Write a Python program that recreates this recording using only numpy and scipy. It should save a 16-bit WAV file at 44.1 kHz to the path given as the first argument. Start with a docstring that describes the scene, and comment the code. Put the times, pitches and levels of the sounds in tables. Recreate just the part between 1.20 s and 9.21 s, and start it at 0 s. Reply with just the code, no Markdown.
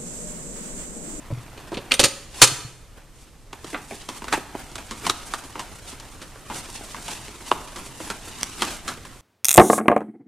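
"""A manual binding machine is worked by hand, close by in a hard-walled room.
Its steel handle swings over and rattles against the clamp bar, the clamp slams back, and the frame booms.
Then a stiff cover sheet is bent and slid under the bar: it pops as it buckles and rustles as it rubs.
Ventilation and traffic rumble steadily behind it all, and the walls echo every blow."""
import sys
import numpy as np
from scipy import signal
from scipy.fft import rfft, irfft
from scipy.io import wavfile
from scipy.ndimage import uniform_filter1d

SR = 44100
rng = np.random.default_rng(int(sys.argv[2]) if len(sys.argv) > 2 else 0)


def put_to_file(sound):
    """Save the sound as 16-bit audio at rate SR, in the file named by the first command-line argument."""
    columns = np.atleast_2d(sound).T  # one column per channel
    safe = np.clip(columns, -1, 1)
    whole_steps = np.round(safe * 32767)
    wavfile.write(sys.argv[1], SR, whole_steps.astype(np.int16))


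N = 353241
BURST, LEAD, TEN_MS = int(.12 * SR), int(.006 * SR), .01 * SR   # lengths in samples

# the sheet buckles and taps; the low flap and the high crispness are relative to the pop:
# (time [s], pop level [dB], length [s], flap [dB], crispness [dB], pitch [Hz])
SNAPS = [(2.331, -33.5, 0.0032, -6, -7, 1050), (2.445, -36.5, 0.0057, 2.5, -2.5, 1150),
         (2.531, -33, 0.028, 4.5, -28, 850), (2.546, -23.5, 0.0096, -7, -35, 1260),
         (2.71, -33, 0.018, 3.5, -29, 794), (2.889, -29.5, 0.014, -3, -2, 1030),
         (3.02, -33.5, .0083, -1.5, -22, 965), (3.043, -33, .0054, -6, -6.5, 970),
         (3.083, -29, .008, -18, -9, 1330), (3.127, -17, 0.0095, -9.5, -7, 1400),
         (3.135, -16.5, 0.0084, -18, -11.5, 900), (3.177, -37, 0.0045, 8, -20, 906),
         (3.351, -35.5, 0.0028, 8.5, -35, 865), (3.557, -35, 0.004, -8, 1, 1140),
         (3.582, -35.5, 0.0091, -8, -4, 835), (3.711, -31.5, 0.013, -4.5, -1.5, 1140),
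         (3.867, -20.5, .007, -15, -3.5, 1000), (3.8984, -17.5, 0.0032, -11.5, -0.5, 1340),
         (4.138, -22.5, 0.0062, -18, -7, 1110), (4.356, -31.5, 0.011, -2.5, -22, 960),
         (4.395, -28, 0.012, -14, -4, 956), (4.8, -45.5, 0.0051, -11, 4.5, 980),
         (5.018, -40.5, 0.01, -6, 0.5, 1320), (5.3, -26.5, 0.026, -6.5, -17, 960),
         (5.61, -49.5, 0.0048, 12, -14, 750), (5.746, -33, 0.0034, -22, -12, 1070),
         (5.882, -30.5, 0.0099, -19, -2.5, 910), (6.316, -12, 0.00057, -8, -19.5, 990),
         (6.561, -35, 0.012, -3, -1.5, 1090), (6.803, -37.5, 0.0051, 5, -23, 1000),
         (6.902, -26, 0.0081, -6.5, -5, 1360), (7.421, -18.5, 0.0095, -10, -3.5, 1110),
         (7.68, -25, 0.014, -13, -2.5, 1330), (7.852, -40.5, 0.0083, -14, -3, 990)]
# the sheet rubs lightly in the hands: (time [s], body level [dB], hiss level [dB])
HANDLING = [(0, -50, -57), (.7, -47, -56), (1.1, -58, -57), (1.7, -56.5, -63.5), (2.3, -62.5, -72),
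            (2.4, -55.5, -53), (3.3, -51, -54), (4.0, -50, -45.5), (4.35, -49.5, -50), (5.25, -50.5, -53.5),
            (5.5, -47.5, -46.5), (6.7, -49.5, -48.5), (7.35, -46, -43), (8.0, -53.5, -55.5)]


def from_db(db):
    """Turn decibels into a number to multiply by."""
    return 10 ** (np.asarray(db) / 20)


def rms_one(x):
    """Scale a sound to an average power of 1."""
    return x / np.sqrt(np.mean(x ** 2) + 1e-20)


def energy_one(x):
    """Scale a sound to a total energy of 1."""
    return x / np.sqrt(np.sum(x ** 2) + 1e-20)


def at_hz(points, hz):
    """Read between the rows of a table, along a scale of octaves."""
    f, value = np.transpose(points)
    return np.interp(np.log(np.maximum(hz, 1)), np.log(f), value)


def add(track, s, sound):
    """Mix a sound into a track, starting at s seconds."""
    i = int(s * SR)
    track[i:i + len(sound)] += sound[:N - i]


def band(x, hz, kind, order=2):
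    """Keep the lows, the highs or a band in between."""
    return signal.sosfilt(signal.butter(order, hz, kind, fs=SR, output="sos"), x)


def resonate(x, hz, sharpness):
    """Keep what lies near one pitch; the sharper, the longer it rings."""
    return signal.lfilter(*signal.iirpeak(hz, sharpness, fs=SR), x)


def response(spectrum, size=4096):
    """The tightest click that has a given tone colour (a minimum-phase filter)."""
    hz = np.arange(size // 2 + 1) * SR / size
    cepstrum = irfft(np.log(from_db(at_hz(spectrum, hz))))
    cepstrum[1:size // 2] *= 2
    cepstrum[size // 2 + 1:] = 0
    return irfft(np.exp(rfft(cepstrum)))


def through(x, impulse):
    """Pass a sound through something that answers a click with this impulse."""
    return signal.fftconvolve(x, impulse)[:len(x)]


def wavering(hz):
    """A random wobble of about size 1, mostly slower than hz."""
    return rms_one(band(rng.standard_normal(N), hz, "low"))


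def ringing(modes):
    """A body's own tones (modes) fall 60 dB in their ring time; each blow favours other ones."""
    t = np.arange(SR // 2) / SR
    uneven_db = rng.normal(0, 2, len(modes))
    return sum(from_db(db + extra) * np.exp(-np.log(1000) * t / ring_s) * np.sin(2 * np.pi * hz * t)
               for (hz, db, ring_s), extra in zip(modes, uneven_db))


def struck(hits, modes):
    """One body rings after each blow in a list."""
    out = np.zeros(N)
    for s, db in hits:
        add(out, s, from_db(db) * ringing(modes))
    return out


def grains(size, spread_db):
    """A crowd of tiny contacts of uneven strength."""
    noise = rng.standard_normal(size)
    return rms_one(noise * from_db(spread_db * np.minimum(rng.exponential(1, size), 4)))


def contact(length, first, steepness, spread_db, lead_in):
    """Light touches build up for LEAD samples to the main one; a dying chatter follows."""
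    t = np.arange(-LEAD, BURST) / SR
    rise = lead_in * (1 + t * SR / LEAD) ** 2
    fall = np.exp(-np.abs(t / max(length, 1 / SR)) ** steepness)
    force = energy_one(grains(len(t), spread_db) * np.where(t < 0, rise, fall))
    force[LEAD] += first
    return force


def balance(x, level_db, low_db, high_db, low_hz, high_hz):
    """Set bass and treble against the middle: heavy contacts have more bass, hard ones more treble."""
    low = from_db(low_db) * energy_one(band(x, low_hz, "low", order=3))
    middle = energy_one(band(x, [low_hz, high_hz], "band", order=3))
    high = from_db(high_db) * energy_one(band(x, high_hz, "high", order=3))
    return from_db(level_db) * np.sqrt(TEN_MS) * (low + middle + high)


def room_noise(level_db=-46):
    """Ventilation and traffic rumble steadily."""
    # tone colour of the rumble: (frequency [Hz], level [dB])
    rumble_colour = [(15, -10), (30, 0.5), (50, -6.5), (80, -9.5), (125, -9.5), (200, -20.5), (500, -23),
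                     (1000, -31.5), (3000, -34.5), (9000, -37), (14000, -46.5)]
    rumble = through(rng.standard_normal(N), response(rumble_colour, size=16384))
    return from_db(level_db) * rms_one(rumble)


def room_echo(x, level_db=-17.5, build_s=0.0061):
    """Reflections from the walls build up and die away; the bass lasts longest."""
    # how long the room rings: (frequency [Hz], ring time [s])
    ring_times = [(100, 1), (700, 0.72), (2000, 0.71), (5000, 0.55), (9000, 0.8), (14000, 0.43)]
    t = np.arange(int(.8 * SR)) / SR
    edges_hz = np.geomspace(60, 16000, 9)
    tail = np.zeros(len(t))
    for low, high in zip(edges_hz, edges_hz[1:]):
        fade = np.exp(-np.log(1000) * t / at_hz(ring_times, np.sqrt(low * high)))
        tail += band(rng.standard_normal(len(t)), [low, high], "band") * fade
    return from_db(level_db) * through(x, energy_one(tail * (1 - np.exp(-t / build_s))))


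def surroundings(hits):
    """What arrives from many directions: room noise, echoes and the wide sliding sheet."""
    return room_noise() + room_echo(hits) + sheet_sliding()


def microphone(hits, detour_db=-7):
    """Two close openings hear nearly the same, apart from the surroundings and a path round the case."""
    # how much left and right differ: (frequency [Hz], level [dB])
    side_colour = [(30, -9.5), (100, -14.5), (500, -12.5), (1400, -14), (2800, -11.5), (5600, -6),
                   (10000, -3), (13000, -1.5)]
    middle = hits + surroundings(hits)
    detour = from_db(detour_db) * np.pad(hits, (SR // 1000, 0))[:N]   # 1 ms late
    side = through(detour + surroundings(hits), response(side_colour))
    return np.array([middle + side, middle - side]) * from_db([[-.4], [.4]])


def rubbing_strength(rise=0.47, fall=0.65, usual_pop_db=-32, shiver_fall_db_per_s=103):
    """How loud the sheet's body and hiss are: light handling, pushes, and a shiver after each snap."""
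    # pushes slide paper or a hand along the steel:
    # (time of top speed [s], length [s], body level [dB], hiss level [dB])
    pushes = [(1.202, 0.14, -42.5, -38), (1.783, 0.045, -47.5, -58), (2.003, 0.13, -61, -54),
              (2.498, 0.098, -50.5, -44.5), (2.758, 0.17, -53, -43.5), (2.964, 0.057, -43.5, -43),
              (3.149, 0.077, -37, -41), (3.404, 0.082, -41.5, -46), (3.871, .1, -34.5, -38),
              (4.13, 0.16, -45, -48), (4.695, 0.072, -50, -40), (5.363, .13, -41.5, -39.5),
              (5.554, 0.063, -50, -39.5), (5.717, 0.065, -56, -43.5), (5.913, 0.12, -44, -37),
              (6.05, 0.14, -54, -46), (6.286, 0.077, -46.5, -41), (6.595, 0.065, -42.5, -46),
              (6.848, 0.13, -44.5, -42.5), (7.2, 0.11, -44.5, -44), (7.461, .15, -35.5, -34.5),
              (7.692, 0.091, -39.5, -44.5)]
    t = np.arange(0, N, 40) / SR
    times, *levels = np.transpose(HANDLING)
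    power = from_db([np.interp(t, times, db) for db in levels]) ** 2
    for s, length, body_db, hiss_db in pushes:
        speed = np.exp(-((t - s) / (length * np.where(t < s, rise, fall))) ** 2)
        power += (from_db([[body_db], [hiss_db]]) * speed) ** 2
    for s, db, *_ in SNAPS:
        start_db = -45 + 0.34 * (db - usual_pop_db)   # louder pops shiver more
        shiver_db = start_db - shiver_fall_db_per_s * np.abs(t - s)
        power += (t > s) * from_db([shiver_db, shiver_db - 8]) ** 2
    return [np.interp(np.arange(N) / SR, t, np.sqrt(p)) for p in power]


def edge_whistle(hz=10200, peak_s=6.65, half_length_s=.25, swell_db=9):
    """The cut edge sings thinly against the steel, most while the bowed sheet is drawn up."""
    whistle = rms_one(resonate(rng.standard_normal(N), hz, sharpness=110))
    swell = np.exp(-((np.arange(N) / SR - peak_s) / half_length_s) ** 2)
    return whistle * from_db(-19 + swell_db * swell + 1.7 * wavering(hz=1.8))


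def plate_echo(x, delay_s=0.00108, share=0.32):
    """The steel plate mirrors the moving sheet; the shifting echo colours the rustle."""
    n = np.arange(N)
    lag = SR * delay_s * from_db(2 * wavering(hz=2))
    return (x + share * np.interp(n - lag, n, x)) / np.hypot(1, share)


def sheet_sliding(body_db=2.0, hiss_db=-0.5, stutter_db=1.5, creases_per_s=30, crease_db=-13):
    """Fibres catch and slip, and the sheet passes their tiny jolts to the air as a rustle."""
    # tone colour of the rubbed sheet's body: (frequency [Hz], level [dB])
    body_colour = [(120, -1.5), (300, 4.5), (550, -2.5), (1000, -1), (1700, -4.5), (2700, -8.5),
                   (5000, -21.5)]
    # tone colour of the friction hiss: (frequency [Hz], level [dB])
    hiss_colour = [(1200, -14.5), (2800, 0), (5000, -2), (8800, -1), (11000, -9), (14000, -19.5)]
    body_gain, hiss_gain = rubbing_strength()
    body = rms_one(through(grains(N, spread_db=3.5), response(body_colour)))
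    creases = rms_one(rng.standard_normal(N) * (rng.random(N) < creases_per_s / SR))
    fibres = grains(N, spread_db=3.0) + from_db(crease_db) * creases
    hiss = rms_one(through(fibres, response(hiss_colour)))
    # bending tips the hiss between dull and bright
    dull = band(hiss, 4400, "low", order=1)
    bend_db = 3.0 * wavering(hz=13)
    hiss = dull * from_db(bend_db) + (hiss - dull) * from_db(-bend_db) + edge_whistle()
    rustle = body * body_gain * from_db(body_db) + hiss * hiss_gain * from_db(hiss_db)
    return plate_echo(rustle) * from_db(stutter_db * wavering(hz=33))


def faint_snaps(picked_up_s=1.6, per_s=4, length_s=.009, flap_db=0.5):
    """Small random buckles once the sheet is picked up, louder with firmer handling; rows as in SNAPS."""
    handling_s, body_db, _ = np.transpose(HANDLING)
    draws = rng.random((100, 4))
    times = picked_up_s + np.cumsum(.5 + draws[:, 0]) / per_s
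    return [(s, np.interp(s, handling_s, body_db) + 6 + 1.5 * louder, length_s,
             flap_db, -9.5 + 10 * crisper, 1050 * 2 ** (higher / 2))
            for s, (louder, crisper, higher) in zip(times, 2 * draws[:, 1:] - 1) if s < N / SR]


def sheet_snaps(clean_s=0.0039, bowed_s=(4.1, 6.0), bowed_db=8, echo_s=.0075, echo_db=-10.5):
    """A buckle flips through: a crack, a hollow two-tone pop of the bent patch, and a flap of air."""
    # tone colour of the sheet: (frequency [Hz], level [dB])
    sheet_colour = [(100, -20.5), (220, 3), (350, 4), (520, -4), (850, -2.5), (2100, -2.5), (3000, -9),
                    (4300, -12), (8500, -13), (11000, -21.5), (14500, -36.5)]
    sheet = band(response(sheet_colour), 190, "high")   # a thin sheet gives off no deep bass
    flip = through(signal.unit_impulse(LEAD + BURST, LEAD), sheet)
    out = np.zeros(N)
    for s, db, length, flap_db, crisp_db, hz in SNAPS + faint_snaps():
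        crack = through(contact(length, first=0.45, steepness=0.79, spread_db=4.0, lead_in=0.77), sheet)
        # the shorter the snap, the more of it is one clean flip of the whole patch
        drive = crack + flip * (clean_s / max(length, clean_s / 2)) ** 2
        pop, overtone = (resonate(drive, f, sharpness=5) for f in (hz, 3 * hz))
        # held bowed, the sheet is stiffer and rings more hollow
        hollow = from_db(bowed_db * (bowed_s[0] < s < bowed_s[1]))
        snap = crack + 2.33 * hollow * pop + 0.73 * overtone
        snap = balance(snap, db, flap_db, crisp_db, low_hz=544, high_hz=3270)
        start = s - LEAD / SR
        add(out, start, snap)
        # early echo off a nearby surface
        add(out, start + echo_s * rng.uniform(.85, 1.3), from_db(echo_db) * snap)
    return out


def small_ticks():
    """Something small and hard ticks on the steel."""
    # two ticks, then the louder one's quick echo: (time [s], level [dB])
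    ticks_and_echo = [(7.2115, -28), (7.2316, -13.5), (7.24, -28)]
    # their brief, high tones: (pitch [Hz], level [dB], ring time [s])
    tick_modes = [(2300, -10, 0.0083), (3350, -6, 0.0076), (4870, -3.5, 0.0056), (5910, 3.5, 0.0076),
                  (7460, 1.5, 0.0058), (9170, -1.5, 0.006)]
    return struck(ticks_and_echo, tick_modes)


def frame_booms():
    """Soft shoves make the frame boom, and a hand lands dully on the bar."""
    # shoves on the frame: (time [s], level [dB])
    shoves = [(.106, -28), (.125, -20.5), (.175, -29.5), (.52, -37.5), (.573, -35.5), (.725, -44),
              (.80, -35.5), (.833, -25.5), (1.222, -15.5), (1.318, -27), (1.449, -26.5)]
    # the frame's low tones: (pitch [Hz], level [dB], ring time [s])
    frame_modes = [(122, -4, .22), (137, -4, .16), (255, -12, .06), (450, -17, .05)]
    # pats of the hand: (time [s], level [dB])
    pats = [(.104, -41), (.113, -35)]
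    # tones of that padded blow: (pitch [Hz], level [dB], ring time [s])
    pat_modes = [(335, 2, 0.046), (594, 7.5, 0.047), (960, -4, .03)]
    return struck(shoves, frame_modes) + struck(pats, pat_modes)


def handle_clacks():
    """The handle clacks in its hinge, and its pin pings."""
    # knocks in the hinge: (time [s], level [dB])
    clacks = [(.7108, -23), (.715, -20), (.7187, -12.5)]
    # the handle's tones: (pitch [Hz], level [dB], ring time [s])
    handle_modes = [(2080, 0, .028), (2420, -4, .02), (2800, -1, .035), (4400, 0, .022)]
    # a knock on the pin: (time [s], level [dB])
    pings = [(.7385, -16.5)]
    # the pin's tones: (pitch [Hz], level [dB], ring time [s])
    pin_modes = [(3155, -5, .05), (6121, -9, .06), (8839, 0, .067), (10620, -17, .1), (12410, -16, .05)]
    return struck(clacks, handle_modes) + struck(pings, pin_modes)


def rattles(contacts=4, gap_growth=2.4, loss_db_per_gap=2.3, chatter_gaps=1.64):
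    """Steel bounces after each blow: every gap is longer than the last, every contact weaker."""
    # steel strikes steel; the low thud and the high sizzle are relative to the clang:
    # (time [s], clang level [dB], gap to the first bounce [s], thud [dB], sizzle [dB])
    blows = [(0.376, -45, 0.0045, 0, -9), (0.519, -42, 0.0095, 15, -10), (0.543, -37, 0.0038, -9.5, -10),
             (0.571, -32.5, 0.0047, 3.5, -18.5), (0.7185, -16.5, .0012, -18, -9),
             (0.727, -27, 0.0039, -4, -6.5), (0.739, -25, .003, -10.5, -3), (0.7945, -14, .005, -4.5, -1.5),
             (0.831, -20, 0.0087, -2, -4.5), (0.839, -15, 0.0048, -11.5, 1), (1.2178, -3, 0.0062, -9.5, 1)]
    for s, db, gap_s, thud_db, sizzle_db in blows:
        gaps = 0
        for k in range(contacts):
            bounce = k > 0   # bounces get a little more thud and sizzle for their clang
            yield (s + gaps * gap_s, db - loss_db_per_gap * gaps, chatter_gaps * gap_s,
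                   thud_db + 1 * bounce, sizzle_db + 3 * bounce)
            gaps += gap_growth ** k


def clamp_clangs(ring_share=0.27, plate_hz=1000, plate_db=8):
    """Handle and clamp bar chatter against their stops: a dense clang with the bar's tones in it."""
    # tone colour of the steelwork: (frequency [Hz], level [dB])
    steel_colour = [(100, -19.5), (250, -8), (550, -5), (750, -8), (1300, 2), (1800, -0.5), (2700, 4.5),
                    (4300, 1.5), (5500, -4.5), (9000, -7), (11000, -16.5), (14500, -25.5)]
    # the clamp bar's tones: (pitch [Hz], level [dB], ring time [s])
    bar_modes = [(440, -9, .08), (576, -6, .08), (1061, -9, .1), (1350, -2, .07), (2680, -3, .07),
                 (3000, -4, .08), (3745, 1, .07), (4330, 1, .06), (4640, -2, .06), (6165, -2, .07),
                 (6890, -5, .06), (7620, -4, .06), (8740, -3, .06), (9010, -4, .06), (10600, -6, .08)]
    out, steel = np.zeros(N), response(steel_colour)
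    for s, db, length, thud_db, sizzle_db in rattles():
        force = np.pad(contact(length, first=0.47, steepness=1.2, spread_db=0.5, lead_in=0.2), (0, BURST))
        clang = energy_one(through(force, steel))
        ring = energy_one(through(force, ringing(bar_modes)))
        # hard blows shake the whole machine and bring in the big back plate
        plate = from_db(db + plate_db) * resonate(clang, plate_hz, sharpness=1.5)
        level_db = db + 0.07 * max(db + 13.5, 0)
        blow = clang + ring_share * ring + plate
        add(out, s - LEAD / SR, balance(blow, level_db, thud_db, sizzle_db, low_hz=680, high_hz=4900))
    return out


def scene():
    """The machine's blows and the sheet's snaps, heard in stereo with their surroundings."""
    return microphone(handle_clacks() + frame_booms() + clamp_clangs() + small_ticks() + sheet_snaps())


def gain_control(x, threshold_db=-12, slope=0.23, release_db_per_s=1.5, attack_s=0.073):
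    """Loud blows turn the volume down; it creeps back up."""
    power = uniform_filter1d(np.mean(x ** 2, axis=0), int(TEN_MS))
    excess_db = np.maximum(10 * np.log10(np.maximum(power, 1e-12)) - threshold_db, 0)
    ramp = release_db_per_s * np.arange(N) / SR
    cut_db = np.maximum.accumulate(slope * excess_db + ramp) - ramp
    smoothing = np.exp(-1 / (attack_s * SR))
    return x * from_db(-signal.lfilter([1 - smoothing], [1, -smoothing], cut_db))


def record(dry, soft_limit=2.5, ceiling=0.94, cutoff_hz=14350):
    """Slams turn the volume down and still overload; the highest treble is cut off."""
    rounded = soft_limit * np.tanh(gain_control(dry) / soft_limit)
    clipped = np.clip(rounded, -ceiling, ceiling)
    return signal.sosfilt(signal.ellip(12, .1, 100, cutoff_hz, fs=SR, output="sos"), clipped)


dry = scene()
out = record(dry)
put_to_file(out)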